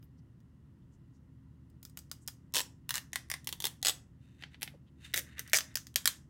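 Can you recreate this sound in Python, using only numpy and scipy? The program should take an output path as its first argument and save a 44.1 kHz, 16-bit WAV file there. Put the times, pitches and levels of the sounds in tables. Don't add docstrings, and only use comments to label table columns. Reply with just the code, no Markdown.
import sys
import numpy as np
from scipy import signal
from scipy.fft import rfft, irfft, next_fast_len
from scipy.io import wavfile
from scipy.ndimage import map_coordinates

SR = 44100
rng = np.random.default_rng(int(sys.argv[2]) if len(sys.argv) > 2 else 0)


def persist_wave(psi):
    counts = np.round(np.clip(psi, -1, 1) * 32767).astype(np.int16)
    wavfile.write(sys.argv[1], SR, np.atleast_2d(counts).T)


N = 277731

# pitch_hz, relative_db
HUM_PARTIALS = [(75.4, -63.5), (118.4, -64.5), (263.8, -71), (328.4, -77.5)]
# centre_hz, width_hz, gain_db
FAN_MODES = [(1000, 120, -9), (1388, 82, -6), (1930, 180, 2.5), (2820, 380, 3.5)]
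# freq_hz, relative_density_db
AIR_SPECTRUM = [(25, -29.5), (60, -12.5), (135, -1.5), (260, -15), (400, -25.5), (600, -32.5), (750, -37.5),
                (1000, -35), (2000, -44), (2500, -50), (4000, -50), (8000, -52.5), (16000, -58)]
# centre_hz, width_hz, gain_db
ROOM_MODES = [(57, 18, -1.5), (92, 5.5, -12.5), (144.7, 17, 0.5), (210, 25, -12.5), (258.3, 3.9, -8.5)]
# freq_hz, t60_s
ROOM_DECAY = [(300, 0.42), (1500, 0.29), (4000, 0.2), (5700, 0.27), (8000, 0.24), (16000, 0.17)]
# peak_s, level_db, centre_hz, sigma_s
TOUCHES = [(0.04, -71, 13200, 0.011), (0.191, -77, 5330, 0.0067), (0.83, -84, 3030, 0.0098),
           (0.943, -79, 6800, 0.015), (1.157, -81, 6040, .016), (2.23, -69, 7600, 0.012),
           (4.748, -58, 517, 0.0067), (4.882, -73.5, 3130, 0.0092)]
# centre_hz, width_hz, gain_db
RUB_MODES = [(1580, 140, -9), (1900, 480, 3)]
# centre_hz, width_hz, gain_db
RASP_MODES = [(2670, 400, 4.5), (3600, 150, 4.5), (6000, 960, -13.5), (7220, 1100, -18.5)]
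# start_s, length_s, rub_db, rasp_over_rub_db
SLIDES = [(4.223, 0.2, -82.5, 4), (4.408, .02, -63.5, -3), (4.529, 0.011, -67, -4.5),
          (5.018, 0.096, -68.5, 3.5), (5.051, 0.014, -57.5, 4.5), (5.273, .06, -63, -8),
          (5.381, 0.012, -50.5, -11), (5.464, 0.029, -59.5, -8), (5.674, 0.054, -68, -4)]
# (centre_hz, width_hz, gain_db)
CASE_SHELLS = [ (0, 6, [(650, 300, -9), (1460, 124, 1), (1850, 180, -4), (2500, 360, -9), (5000, 610, 4),
               (6800, 1200, 3), (8000, 640, 0)]), (2.45, -8.5, [(294, 99, -6.5), (547, 190, -2.5),
               (970, 190, 3), (1870, 440, -5.5), (3460, 940, -2.5), (5300, 1700, -3.5), (7360, 1100, -3)]),
               (2.8, -5.5, [(1150, 320, -2), (1840, 330, 5.5), (2900, 240, -5), (3960, 1500, -4.5),
               (6300, 1060, -7.5)]), (3.08, -11, [(810, 68, -6), (1134, 150, -6.5), (1994, 280, 1),
               (3750, 670, -15), (5900, 490, -9), (9200, 2500, 3.5)]), (3.4, -9, [(390, 390, -5),
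               (960, 260, -1), (1940, 500, -3), (3400, 630, 4), (4560, 670, -12.5), (11500, 238, -14)]),
               (3.75, -4.5, [(300, 116, -10), (567, 106, -10), (770, 100, -3), (2007, 100, 3.5),
               (3380, 437, 4.5), (4250, 1500, 1), (6820, 620, -0.5), (7840, 230, 10)]),
               (4.2, -7, [(559, 108, -14.5), (836, 190, 0.5), (2000, 510, -2.5), (2790, 730, -0.5),
               (5770, 1260, -14.5), (11350, 2000, -2)]), (4.95, -7, [(503, 210, 6.5), (1500, 200, -19.5),
               (2000, 440, 7), (2680, 520, -4), (3600, 670, 0.5), (5840, 550, -5.5), (11400, 500, -8)]),
               (5.45, -7.5, [(633, 39, 20), (758, 130, 8), (1830, 170, 8.5), (2100, 750, 6.5),
               (3260, 320, -5), (5970, 770, -7)]), (5.55, -3, [(655, 90, -9.5), (1920, 320, -0.5),
               (3630, 590, 1), (5100, 820, 0), (6170, 550, 5.5), (7000, 700, -2)]),
               (5.9, -4, [(623, 220, -7), (1097, 320, -3), (1815, 330, 4), (2150, 340, -6.5),
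               (3380, 1040, 8.5), (4510, 800, -3), (6900, 4100, 2)]), ]
# low_hz, high_hz
CONTACT_BANDS = [(300, 1300), (1300, 4800), (4800, 17000)]
# start_s, body_db, crack_over_body_db (hard edge > 0, cushioned < 0)
CLACKS = [(0.028, -65.5, -7), (0.4038, -77.5, 2), (1.701, -77.5, 6), (1.8298, -58.5, 9),
          (1.8516, -51.5, 6.5), (1.8977, -72, 11), (1.9732, -46, 5), (1.99, -56, 10), (2.1148, -41, 3.5),
          (2.2768, -47.5, 13), (2.2833, -42, 0), (2.5392, -38.5, 5.5), (2.5562, -29.5, 2),
          (2.5676, -30.5, -2), (2.6044, -31.5, -0.5), (2.6144, -47.5, 11), (2.8924, -35, 2),
          (2.9069, -30, -0.5), (2.9415, -34.5, 0.5), (2.9554, -35, 3.5), (2.98, -35, -2),
          (3.132, -36, -2.5), (3.1579, -28, -4), (3.301, -36.5, 1), (3.3154, -31, -3), (3.3397, -33.5, -5),
          (3.4454, -62, 10), (3.4726, -34, 2), (3.4905, -40, 3.5), (3.5267, -34.5, -1), (3.603, -38, 2),
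          (3.6226, -42, 4), (3.6417, -28, -5), (3.6537, -29, 1.5), (3.669, -36, 4), (3.8283, -33.5, 2),
          (3.8493, -28, 1), (3.8585, -28.5, -1), (3.8692, -24.5, 0.5), (3.884, -26, 2.5), (3.896, -30.5, 2),
          (4.4243, -46, -19.5), (4.437, -39, -29), (4.545, -50.5, -29.5), (4.612, -57, 1.5),
          (4.62, -37.5, -3), (4.6299, -33.5, 1), (4.6767, -41.5, -16), (5.1386, -30.5, -12.5),
          (5.1422, -25, -3), (5.1765, -33, 2), (5.382, -46, -10), (5.3939, -39, 5.5), (5.477, -56.5, 6),
          (5.4977, -61.5, 12), (5.5332, -19.5, -2), (5.536, -26.5, -1.5), (5.544, -23, -3),
          (5.5715, -33, 10), (5.5863, -29, 0), (5.6071, -34.5, -6), (5.7556, -32, 5), (5.7714, -37.5, 3),
          (5.869, -51.5, 5), (5.9592, -23.5, 1.5), (6.0568, -23.5, 2), (6.0755, -21.5, 1)]
# time_s, knock_over_body_db
KNOCK_CURVE = [(1.85, -8.5), (2.25, -10), (2.55, -9), (2.95, -14), (3.65, -12.5), (4.45, -12),
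               (5.15, -17.5), (5.55, -13), (6.05, -18.5)]
# start_s, length_s, gap_s, body_db, crack_over_body_db
JOSTLES = [(2.547, .051, 0.0066, -31.5, 0.5), (2.9473, .029, 0.0077, -39, 0),
           (3.643, .03, .0065, -41.5, 1.5), (3.859, .048, 0.0076, -34, -1),
           (5.161, .035, .0053, -38.5, 4.5), (5.551, .017, .0037, -33, 5)]


def amp(db):
    return 10 ** (np.asarray(db) / 20)


def unit_rms(x):
    return x / np.sqrt(np.mean(x ** 2) + 1e-20)


def log_interp(points, hz):
    freqs_hz, values = np.transpose(points)
    return np.interp(np.log(hz + 1), np.log(freqs_hz + 1), values)


def wobble(rate_hz):
    knots = rng.standard_normal(int(N * rate_hz / SR) + 4)
    return map_coordinates(knots, [np.arange(N) * rate_hz / SR])


def filtered(x, response):
    size = next_fast_len(2 * len(x))
    return irfft(rfft(x, size) * response(np.fft.rfftfreq(size, 1 / SR)), size)[:len(x)]


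def resonances(modes, f):
    return sum(amp(db) * 1j * f * width / (hz * hz - f * f + 1j * f * width) for hz, width, db in modes)


def add(track, start_s, sound):
    part = track[round(start_s * SR):][:len(sound)]
    part += sound[:len(part)]


def appliance(air_db=-60, drone_db=-63, hum_gain_db=-1, waver_db=1.5, drift_rad=0.15):
    t = np.arange(N) / SR
    air = filtered(rng.standard_normal(N),
                   lambda f: amp(log_interp(AIR_SPECTRUM, f)) * (1 + resonances(FAN_MODES, f)))
    low_band = lambda f: f ** 2 / (f ** 2 + 45 ** 2) / (1 + (f / 330) ** 6)
    drone = filtered(rng.standard_normal(N), lambda f: resonances(ROOM_MODES, f) * low_band(f))
    hum = np.zeros(N)
    for hz, db in HUM_PARTIALS:
        peak = np.sqrt(2) * amp(db + waver_db * wobble(3.3))
        hum += peak * np.sin(2 * np.pi * hz * t + drift_rad * wobble(3.5))
    return amp(air_db) * unit_rms(air) + amp(drone_db) * unit_rms(drone) + amp(hum_gain_db) * hum


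def finger_touches(width_ratio=0.4):
    track = np.zeros(N)
    t = np.arange(-SR // 20, SR // 20) / SR
    for peak_s, db, hz, sigma_s in TOUCHES:
        noise = rng.standard_normal(len(t))
        hiss = filtered(noise, lambda f: resonances([(hz, width_ratio * hz, 0)], f) ** 2)
        swell = amp(db) * unit_rms(hiss) * np.exp(-.5 * (t / sigma_s) ** 2)
        add(track, max(peak_s + t[0], 0), swell[t > -peak_s])
    return track


def slide_levels(rise_20db_s=0.037, fall_20db_s=0.052):
    t = np.arange(N) / SR
    start_s, length_s, held_db, rasp_over_rub_db = np.transpose(SLIDES)[..., None]
    fade = np.maximum((start_s - t) / rise_20db_s, (t - start_s - length_s) / fall_20db_s)
    rub_db = held_db - 20 * np.clip(fade, 0, 10)
    return rub_db.max(axis=0), (rub_db + rasp_over_rub_db).max(axis=0)


def sliding(rough_db=3, rub_top_hz=2600, rasp_top_hz=13000):
    rub_db, rasp_db = slide_levels()
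    friction = rng.standard_normal(N) * amp(rough_db * wobble(400))
    band = lambda f, top_hz: (f / (1200 + f)) ** 2 / (1 + (f / top_hz) ** 4)
    rub = filtered(friction, lambda f: resonances(RUB_MODES, f) * band(f, rub_top_hz))
    rasp = filtered(friction, lambda f: resonances(RASP_MODES, f) * band(f, rasp_top_hz))
    return amp(rub_db) * unit_rms(rub) + amp(rasp_db) * unit_rms(rasp)


def room_tail(build_up_s=0.0015):
    hz, frame_s, spectrum = signal.stft(rng.standard_normal(SR // 3), SR, nperseg=256)
    decay = amp(-60 * frame_s / log_interp(ROOM_DECAY, hz)[:, None])
    tail = signal.istft(spectrum * decay, SR)[1]
    tail *= 1 - np.exp(-np.arange(len(tail)) / SR / build_up_s)
    return tail / np.linalg.norm(tail)


def desk_response(scatter_db=-11, scatter_t60_s=0.091, bounce_db=-9, bounce_s=.0031):
    t = np.arange(SR // 10) / SR
    scatter = rng.standard_normal(len(t)) * amp(-60 * t / scatter_t60_s) * (t > bounce_s)
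    response = amp(scatter_db) * scatter / np.linalg.norm(scatter)
    response[0] += 1
    response[round(bounce_s * rng.uniform(.75, 1.15) * SR)] += amp(bounce_db)
    return response


def shell_rings(treble_db, modes, fine_count=30, fine_db=-4, fine_width_hz=70, diffuse_treble_db=6):
    fine_modes = [((2500 * 6 ** height, fine_width_hz, fine_db), np.sign(coin - .5))
                  for height, coin in rng.random((fine_count, 2))]
    voice = lambda f: 1 + sum(sign * resonances([mode], f) for mode, sign in fine_modes)
    tap = filtered(signal.unit_impulse(SR // 20), voice)
    stiff_wall = lambda f: 1j * f / (3000 + 1j * f)
    return [filtered(tap, lambda f: resonances(modes, f) + amp(db) * stiff_wall(f))
            for db in (treble_db, treble_db + diffuse_treble_db)]


def set_bands(sound, levels_db, spread_s=.003):
    mix = np.zeros(len(sound))
    for band_hz, db in zip(CONTACT_BANDS, levels_db):
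        part = signal.sosfilt(signal.butter(3, band_hz, 'band', fs=SR, output='sos'), sound)
        mix += amp(db) * part * np.sqrt(spread_s * SR / np.sum(part ** 2))
    return mix


def click(ring, levels_db, snap=4.76, chatter_t60_s=0.0056, rattle_t60_s=0.024, rattle_share=0.12):
    t = np.arange(len(ring)) / SR
    envelope = amp(-60 * t / chatter_t60_s) + rattle_share * amp(-60 * t / rattle_t60_s)
    force = rng.standard_normal(len(t)) * envelope
    force[0] = snap
    return set_bands(signal.fftconvolve(force, ring)[:len(t)], levels_db)


def contacts(jitter_gaps=.1, scatter_db=1.5, desk_bump_db=-12):
    hits = []
    for start_s, body_db, bright_db in CLACKS:
        knock_db = body_db + np.interp(start_s, *np.transpose(KNOCK_CURVE))
        hits.append((start_s, knock_db, body_db, body_db + bright_db))
    for start_s, length_s, gap_s, mean_db, bright_db in JOSTLES:
        for k, (late, strong) in enumerate(rng.standard_normal((20, 2))):
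            if k * gap_s < length_s:
                hit_s = start_s + gap_s * (k + jitter_gaps * late)
                body_db = mean_db + scatter_db * strong
                hits.append((hit_s, body_db + desk_bump_db, body_db, body_db + bright_db))
    return hits


def clacking(room_db=-12.5, graze_db=-35):
    track = np.zeros(N)
    rings = [shell_rings(treble_db, modes) for _, treble_db, modes in CASE_SHELLS]
    for start_s, *levels_db in contacts():
        in_hand = sum(start_s >= case[0] for case in CASE_SHELLS[1:])
        direct, diffuse = rings[in_hand]
        add(track, start_s, signal.fftconvolve(click(direct, levels_db), desk_response()))
        add(track, start_s, amp(room_db) * signal.fftconvolve(set_bands(diffuse, levels_db), room_tail()))
        add(track, start_s - rng.uniform(.004, .02), click(direct, np.add(levels_db, graze_db)))
    return track


def scene():
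    return (clacking() + finger_touches() + sliding() + appliance())[None]


def record(dry):
    top_hz = 16100
    return np.array([filtered(channel, lambda f: 1 / np.sqrt(1 + (f / top_hz) ** 120)) for channel in dry])


dry = scene()
out = record(dry)
persist_wave(out)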